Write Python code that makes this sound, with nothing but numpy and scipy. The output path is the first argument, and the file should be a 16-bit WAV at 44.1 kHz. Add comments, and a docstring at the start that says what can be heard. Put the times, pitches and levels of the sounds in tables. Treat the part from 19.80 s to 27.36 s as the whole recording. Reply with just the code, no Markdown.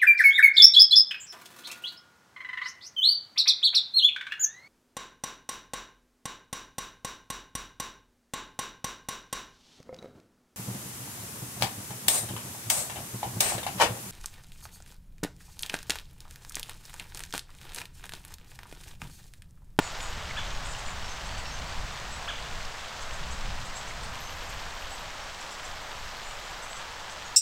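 """Light rain on a pond among bushes: far drops merge into a wash, near ones patter on leaves and water.
A breeze rumbles on the microphone over a distant drone and dies down after five seconds.
Small birds buzz, cheep and peep thinly from the branches, one whistles further off,
and one gives two arched chips that echo off the bank. Nearly everything sits in the centre."""
import sys
import numpy as np
from scipy import signal
from scipy.fft import rfft, irfft
from scipy.io import wavfile

SR = 44100
rng = np.random.default_rng(int(sys.argv[2]) if len(sys.argv) > 2 else 0)


def generate_wav(sig):
    """Save sig (samples, or channels by samples) to the path in sys.argv[1] as 16-bit PCM at SR."""
    pcm = np.round(np.clip(np.atleast_2d(sig).T, -1, 1) * 32767).astype(np.int16)
    wavfile.write(sys.argv[1], SR, pcm)


N = 333396
T = np.arange(N) / SR

# spectrum of the far rain: frequency_hz, relative_db
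FAR_RAIN_SPECTRUM = [(150, -36), (250, -11.5), (372, -8.5), (603, -0.5), (929, 1.5), (1730, -1.5),
                     (2490, -6), (3450, -6.5), (4870, -9.5), (7770, -13.5), (10200, -31), (12800, -31.5),
                     (15500, -51)]
# tone of the patter among the leaves: frequency_hz, relative_db
LEAF_SPECTRUM = [(300, -29), (1200, 4.5), (3000, 16), (6500, 9.5), (8000, -14), (10000, -5), (15000, -22)]
# gusts at the microphone: time_s, level_db
GUSTS = [(0, -40.5), (.3, -37.5), (.7, -32.5), (1.1, -37.5), (1.35, -35.5), (1.95, -34.5), (2.38, -39.5),
         (2.75, -36), (2.97, -45.5), (3.55, -33), (3.92, -39), (4.2, -38.5), (4.65, -40), (5.0, -44),
         (5.78, -48), (6.0, -43.5), (7.56, -50)]
# their rumble: frequency_hz, relative_db
RUMBLE_SPECTRUM = [(5, 1), (12, 7), (22, 3), (32, -3.5), (60, -5.5), (100, -11), (160, -16.5), (230, -22.5),
                   (400, -38), (900, -70)]
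# distant drone of the surroundings: frequency_hz, relative_db
DRONE_SPECTRUM = [(30, 2), (70, -14), (150, -3.5), (230, -9), (400, -25), (900, -29.5)]
# long buzzy notes from the branches: start_s, length_s, start_hz, end_hz, level_db, buzz_hz
BUZZ_NOTES = [(-.01, 0.12, 8020, 7690, -50.5, 778), (0.191, 0.098, 8250, 7660, -49, 907),
              (.875, .065, 8100, 7920, -51.5, 765), (1.043, 0.085, 7900, 7800, -53, 718),
              (6.42, .13, 7850, 7730, -57, 727), (6.61, .085, 7800, 7840, -60.5, 750)]
# quick rising cheeps: start_s, length_s, middle_hz, level_db, buzz_hz
CHEEP_NOTES = [(.845, 0.032, 8100, -46.5, 1080), (.973, .033, 7800, -47.5, 1230),
               (1.45, 0.034, 7820, -49, 1310), (1.57, .039, 7950, -48, 1110), (2.3, .065, 7780, -47, 1100),
               (3.209, .03, 7800, -48, 1290), (3.324, 0.03, 7750, -50, 1300),
               (3.504, 0.036, 7660, -46, 1100), (3.846, .03, 7950, -49.5, 1100),
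               (3.948, .047, 7630, -41.5, 1080), (4.073, .03, 7620, -49, 1200),
               (4.224, 0.032, 8650, -51, 1090), (4.685, .023, 7720, -49, 1200),
               (5.103, 0.058, 7880, -46, 1090), (5.602, 0.021, 7470, -47, 1910),
               (5.706, 0.029, 7460, -46.5, 1940), (5.835, .036, 7600, -45.5, 1430),
               (6.818, .033, 7870, -46.5, 1400), (6.891, 0.057, 7780, -45.5, 1120),
               (6.955, 0.035, 7660, -48, 1390), (7.293, 0.033, 7700, -49, 1390)]
# pure whistles further off: start_s, length_s, pitch_hz, level_db
WHISTLE_NOTES = [(0, .09, 4400, -52), (.62, .12, 6230, -58), (.715, .06, 6640, -53),
                 (1.446, 0.23, 4570, -53), (1.847, 0.12, 4600, -50), (4.413, 0.08, 6250, -49),
                 (5.39, 0.056, 5490, -51), (7.447, .042, 6770, -49)]
# the same bird's two-note phrases: start_s, level_db
WHISTLE_PHRASES = [(1.223, -46.5), (1.648, -46.5)]
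# hiss and rumble that differ between left and right: frequency_hz, relative_db
SIDE_HISS_SPECTRUM = [(3000, -50), (5200, -28), (6300, -43), (7500, 6.5), (12000, 19), (16000, 12)]
SIDE_RUMBLE_SPECTRUM = [(20, -9), (100, -12), (450, -5.5), (750, -50)]
# runs of very high, faint peeps: start_s, end_s, level_db, pitch_hz
HIGH_PEEP_RUNS = [(.117, .34, -61, 12800), (4.328, 4.84, -57, 12600), (4.955, 5.21, -58, 13100),
                  (5.819, 6.9, -62.5, 12750)]
# heavy drops close to the microphone: start_s, level_db, pitch_hz, ring_cycles
HEAVY_DROPS = [(0.5103, -24.5, 2070, 5), (0.95, -23, 2780, 3.1), (1.086, -27, 2160, 3.8),
               (2.2, -23, 5500, 1.2), (2.8535, -22.5, 5200, 2.5), (4.11, -28, 2020, 3.1),
               (4.3553, -23, 2400, 1.9), (5.025, -31, 2740, 5)]
# arched chips: start_s, length_s, top_hz, level_db
CHIP_NOTES = [(0.564, 0.036, 1767, -34), (2.475, .038, 1740, -33.5)]

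# the rain eases slowly, its treble a little faster than its body
BODY_EASE_DB_PER_S, TREBLE_EASE_DB_PER_S = 0.1761, 0.22


def undb(db):
    """Decibels to gain."""
    return 10 ** (np.asarray(db) / 20)


def unit(x):
    """Scale to rms 1."""
    return x / np.sqrt(np.mean(x ** 2))


def colour(x, spectrum):
    """Filter by a spectrum of (frequency_hz, relative_db) points; rms 1."""
    hz, db = np.transpose(spectrum)
    bins_hz = np.maximum(np.fft.rfftfreq(N, 1 / SR), 1)
    gain = undb(np.interp(np.log(bins_hz), np.log(hz), db))
    return unit(irfft(rfft(x) * gain, N))


def noise(spectrum):
    """Steady noise with this spectrum; rms 1."""
    return colour(rng.standard_normal(N), spectrum)


def drift(rate_hz):
    """Random drift with spread near 1, turning about rate_hz times a second."""
    return np.interp(T * rate_hz, np.arange(1024), rng.standard_normal(1024))


def add(out, start_s, x):
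    """Mix x into out at start_s."""
    start = int(start_s * SR)
    lo, hi = max(start, 0), min(start + len(x), N)
    if hi > lo:
        out[lo:hi] += x[lo - start:hi - start]


def progress(length_s):
    """A ramp u from 0 to 1 over a note."""
    return np.linspace(0, 1, max(int(length_s * SR), 2))


def phase_of(hz):
    """Phase of a moving pitch."""
    return 2 * np.pi * np.cumsum(hz) / SR


def swell(u):
    """A note's soft rise and fall."""
    return np.sqrt(np.abs(np.sin(np.pi * u))) * np.sin(np.pi * u / 2 + np.pi / 4)


def waver(u, share, count=24):
    """Random wobble of a bird's pitch, count times over one note."""
    return 1 + share * np.interp(u, np.linspace(0, 1, count), rng.standard_normal(count))


def bank_echo(x, t60_s, wet_db):
    """Add the diffuse echo of the trunks and the pond's bank."""
    t = np.arange(SR) / SR
    tail = rng.standard_normal(SR) * undb(-60 * t / t60_s) * np.minimum(t / 0.005, 1)
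    return x + undb(wet_db) * signal.fftconvolve(x, tail / np.linalg.norm(tail))[:N]


def far_rain(body_db=-41.5, treble_db=-47):
    """Countless far drops merge into a hiss whose low and high parts waver on their own."""
    wash = noise(FAR_RAIN_SPECTRUM)
    low = signal.sosfiltfilt(signal.butter(2, 2800, fs=SR, output="sos"), wash)
    body = unit(low) * undb(body_db - BODY_EASE_DB_PER_S * T + 0.4 * drift(14))
    treble = unit(wash - low) * undb(treble_db - TREBLE_EASE_DB_PER_S * T + 0.5 * drift(25))
    return body + treble


def drop(hz, cycles, splash, grain):
    """One impact: a short splash and a damped ring whose pitch rises as the bubble surfaces."""
    t = np.arange(len(grain)) / SR
    decay = np.exp(-t * hz / cycles)
    ring = np.sin(phase_of(hz * (1 + 0.059 * (1 - decay)))) * decay
    return (1 - splash) * ring + splash * grain * np.exp(-t / 0.0011)


def patter(count=4000, level_db=-48):
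    """Nearer drops of all sizes: most tick on leaves, a few ring as bubbles in the pond."""
    out = np.zeros(N)
    draws, grains = rng.random((count, 5)), rng.standard_normal((count, 512))
    for (when, pitch, smallness, ring, splash), grain in zip(draws, grains):
        hz = 1500 * (6500 / 1500) ** pitch
        size_db = -5 * np.log(smallness + 0.05)
        cycles = 0.4 + 3 * ring ** 6
        gain = undb(size_db) / np.sqrt(cycles)  # a longer ring spreads its energy more thinly
        add(out, when * N / SR, gain * drop(hz, cycles, 0.57 * splash, grain))
    return colour(out, LEAF_SPECTRUM) * undb(level_db - TREBLE_EASE_DB_PER_S * T)


def breeze(buffet_db=1.6, buffets_per_s=11):
    """Gusts rumble on the microphone, and the eddies within each gust buffet it."""
    gust_db = np.interp(T, *np.transpose(GUSTS))
    return noise(RUMBLE_SPECTRUM) * undb(gust_db + buffet_db * drift(buffets_per_s))


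def far_drone(level_db=-55):
    """The surroundings drone, low and steady, in the distance."""
    return noise(DRONE_SPECTRUM) * undb(level_db)


def syrinx(u, pitch_hz, buzz_hz, depth, rasp):
    """One side of the syrinx whistles, the other chops it into side tones, unevenly when raspy."""
    hz = pitch_hz * waver(u, share=0.0062)
    tone = phase_of(hz * waver(u, share=0.026 * rasp, count=60))
    buzz = phase_of(buzz_hz * hz / hz.mean() * waver(u, share=0.225 * rasp, count=60))
    sides = 0.94 * np.sin(tone - buzz) + 0.29 * np.sin(tone + buzz) + 0.099 * np.sin(tone + 2 * buzz)
    sides += 0.07 * rasp * np.sin(tone + 3 * buzz)
    return swell(u) * (np.sin(tone) + depth * sides)


def branch_birds(forced_s=0.031, easy_sweep_hz=370, forced_sweep_hz=1266):
    """Small birds in the branches: long buzzes that mostly fall and level off, cheeps that sweep up."""
    out = np.zeros(N)
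    for start_s, length_s, start_hz, end_hz, level_db, buzz_hz in BUZZ_NOTES:
        u = progress(length_s)
        hz = end_hz + (start_hz - end_hz) * (1 - u) ** 2
        add(out, start_s, undb(level_db) * syrinx(u, hz, buzz_hz, depth=1.9, rasp=0.21))
    for start_s, length_s, middle_hz, level_db, buzz_hz in CHEEP_NOTES:
        u = progress(length_s)
        # a shorter cheep is more forced: it sweeps further, buzzes deeper and turns raspy
        force = min((forced_s / length_s) ** 2, 1)
        sweep_hz = easy_sweep_hz + (forced_sweep_hz - easy_sweep_hz) * force
        hz = middle_hz + sweep_hz * (u - 0.5)
        add(out, start_s, undb(level_db) * syrinx(u, hz, buzz_hz, depth=1.06 * force, rasp=force))
    return bank_echo(out, t60_s=0.23, wet_db=-2.5)


def whistle(length_s, pitch_hz, slide_hz):
    """One pure note that slides through its pitch."""
    u = progress(length_s)
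    hz = (pitch_hz + slide_hz * (u - 0.5)) * waver(u, share=0.015)
    return swell(u) * np.sin(phase_of(hz))


def far_whistler(rise_hz=240, slur_after_s=0.063):
    """A far bird sings slightly rising notes and repeats a phrase: a low note, then a falling slur."""
    out = np.zeros(N)
    for start_s, length_s, pitch_hz, level_db in WHISTLE_NOTES:
        add(out, start_s, undb(level_db) * whistle(length_s, pitch_hz, rise_hz))
    for start_s, level_db in WHISTLE_PHRASES:
        low_note = whistle(length_s=0.06, pitch_hz=5470, slide_hz=rise_hz)
        slur = whistle(length_s=0.034, pitch_hz=6300, slide_hz=-410)
        add(out, start_s, undb(level_db) * low_note)
        add(out, start_s + slur_after_s, undb(level_db + 2) * slur)
    return bank_echo(out, t60_s=0.39, wet_db=0)


def stereo_sides(hiss_db=-67.5, rumble_db=-82):
    """A faint top hiss and a trace of rumble, in opposite polarity left and right."""
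    side = noise(SIDE_HISS_SPECTRUM) * undb(hiss_db) + noise(SIDE_RUMBLE_SPECTRUM) * undb(rumble_db)
    return np.array([side, -side])


def peeps(period_s=0.06, length_s=0.02, sag_hz=200):
    """Tiny hoarse falling peeps in loose runs that sag in pitch."""
    out, u = np.zeros(N), progress(length_s)
    for start_s, end_s, level_db, pitch_hz in HIGH_PEEP_RUNS:
        beats_s = np.arange(start_s, end_s, period_s)
        for beat_s, (late, sharp, loud) in zip(beats_s, rng.standard_normal((32, 3))):
            along_run = (beat_s - start_s) / (end_s - start_s)
            centre_hz = (pitch_hz + sag_hz * (0.5 - along_run)) * (1 + 0.012 * sharp)
            hz = centre_hz * (1 + 0.055 * (0.5 - u)) * waver(u, share=0.024)
            peep = swell(u) * np.sin(phase_of(hz))
            add(out, beat_s + 0.009 * late, undb(level_db + 1.8 * loud) * peep)
    return bank_echo(out, t60_s=0.35, wet_db=0)


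def close_drops(all_splash_cycles=0.6):
    """Heavy drops fall from the branches close by; the less one rings, the more it splashes."""
    out = np.zeros(N)
    for start_s, level_db, pitch_hz, cycles in HEAVY_DROPS:
        splash = min(all_splash_cycles / cycles, 1)
        add(out, start_s, undb(level_db) * drop(pitch_hz, cycles, splash, rng.standard_normal(2048)))
    return signal.sosfilt(signal.butter(4, 8000, fs=SR, output="sos"), out)


def chips(trunk_delay_s=0.02, trunk_db=-11):
    """Quick up-and-down sweeps; a trunk throws back their strong overtones and the trees ring on."""
    low, high = np.zeros(N), np.zeros(N)
    for start_s, length_s, top_hz, level_db in CHIP_NOTES:
        u = progress(length_s)
        arch = 1 - 0.41 * (2 * u - 1) ** 2
        phase = phase_of(top_hz * arch * waver(u, share=0.03, count=36))
        fundamental = undb(level_db - 1.5) * swell(u) ** 0.28 * np.sin(phase)
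        overtones = undb(level_db) * swell(u) ** 0.46 * (np.sin(2 * phase) + 0.13 * np.sin(4 * phase))
        add(low, start_s, fundamental)
        add(high, start_s, overtones)
        add(high, start_s + trunk_delay_s, undb(trunk_db) * overtones)
    return bank_echo(low, t60_s=0.34, wet_db=-13) + bank_echo(high, t60_s=0.64, wet_db=-0.5)


def scene():
    """The pond at the microphone: rain, air and birds in the centre, with a trace of width."""
    rain = far_rain() + patter() + close_drops()
    air = breeze() + far_drone()
    birds = branch_birds() + far_whistler() + peeps() + chips()
    return rain + air + birds + stereo_sides()


def record(dry):
    """The recorder cuts the top steeply above 15.8 kHz."""
    return signal.sosfilt(signal.ellip(10, 0.2, 70, 15800, fs=SR, output="sos"), dry)


dry = scene()
out = record(dry)
generate_wav(out)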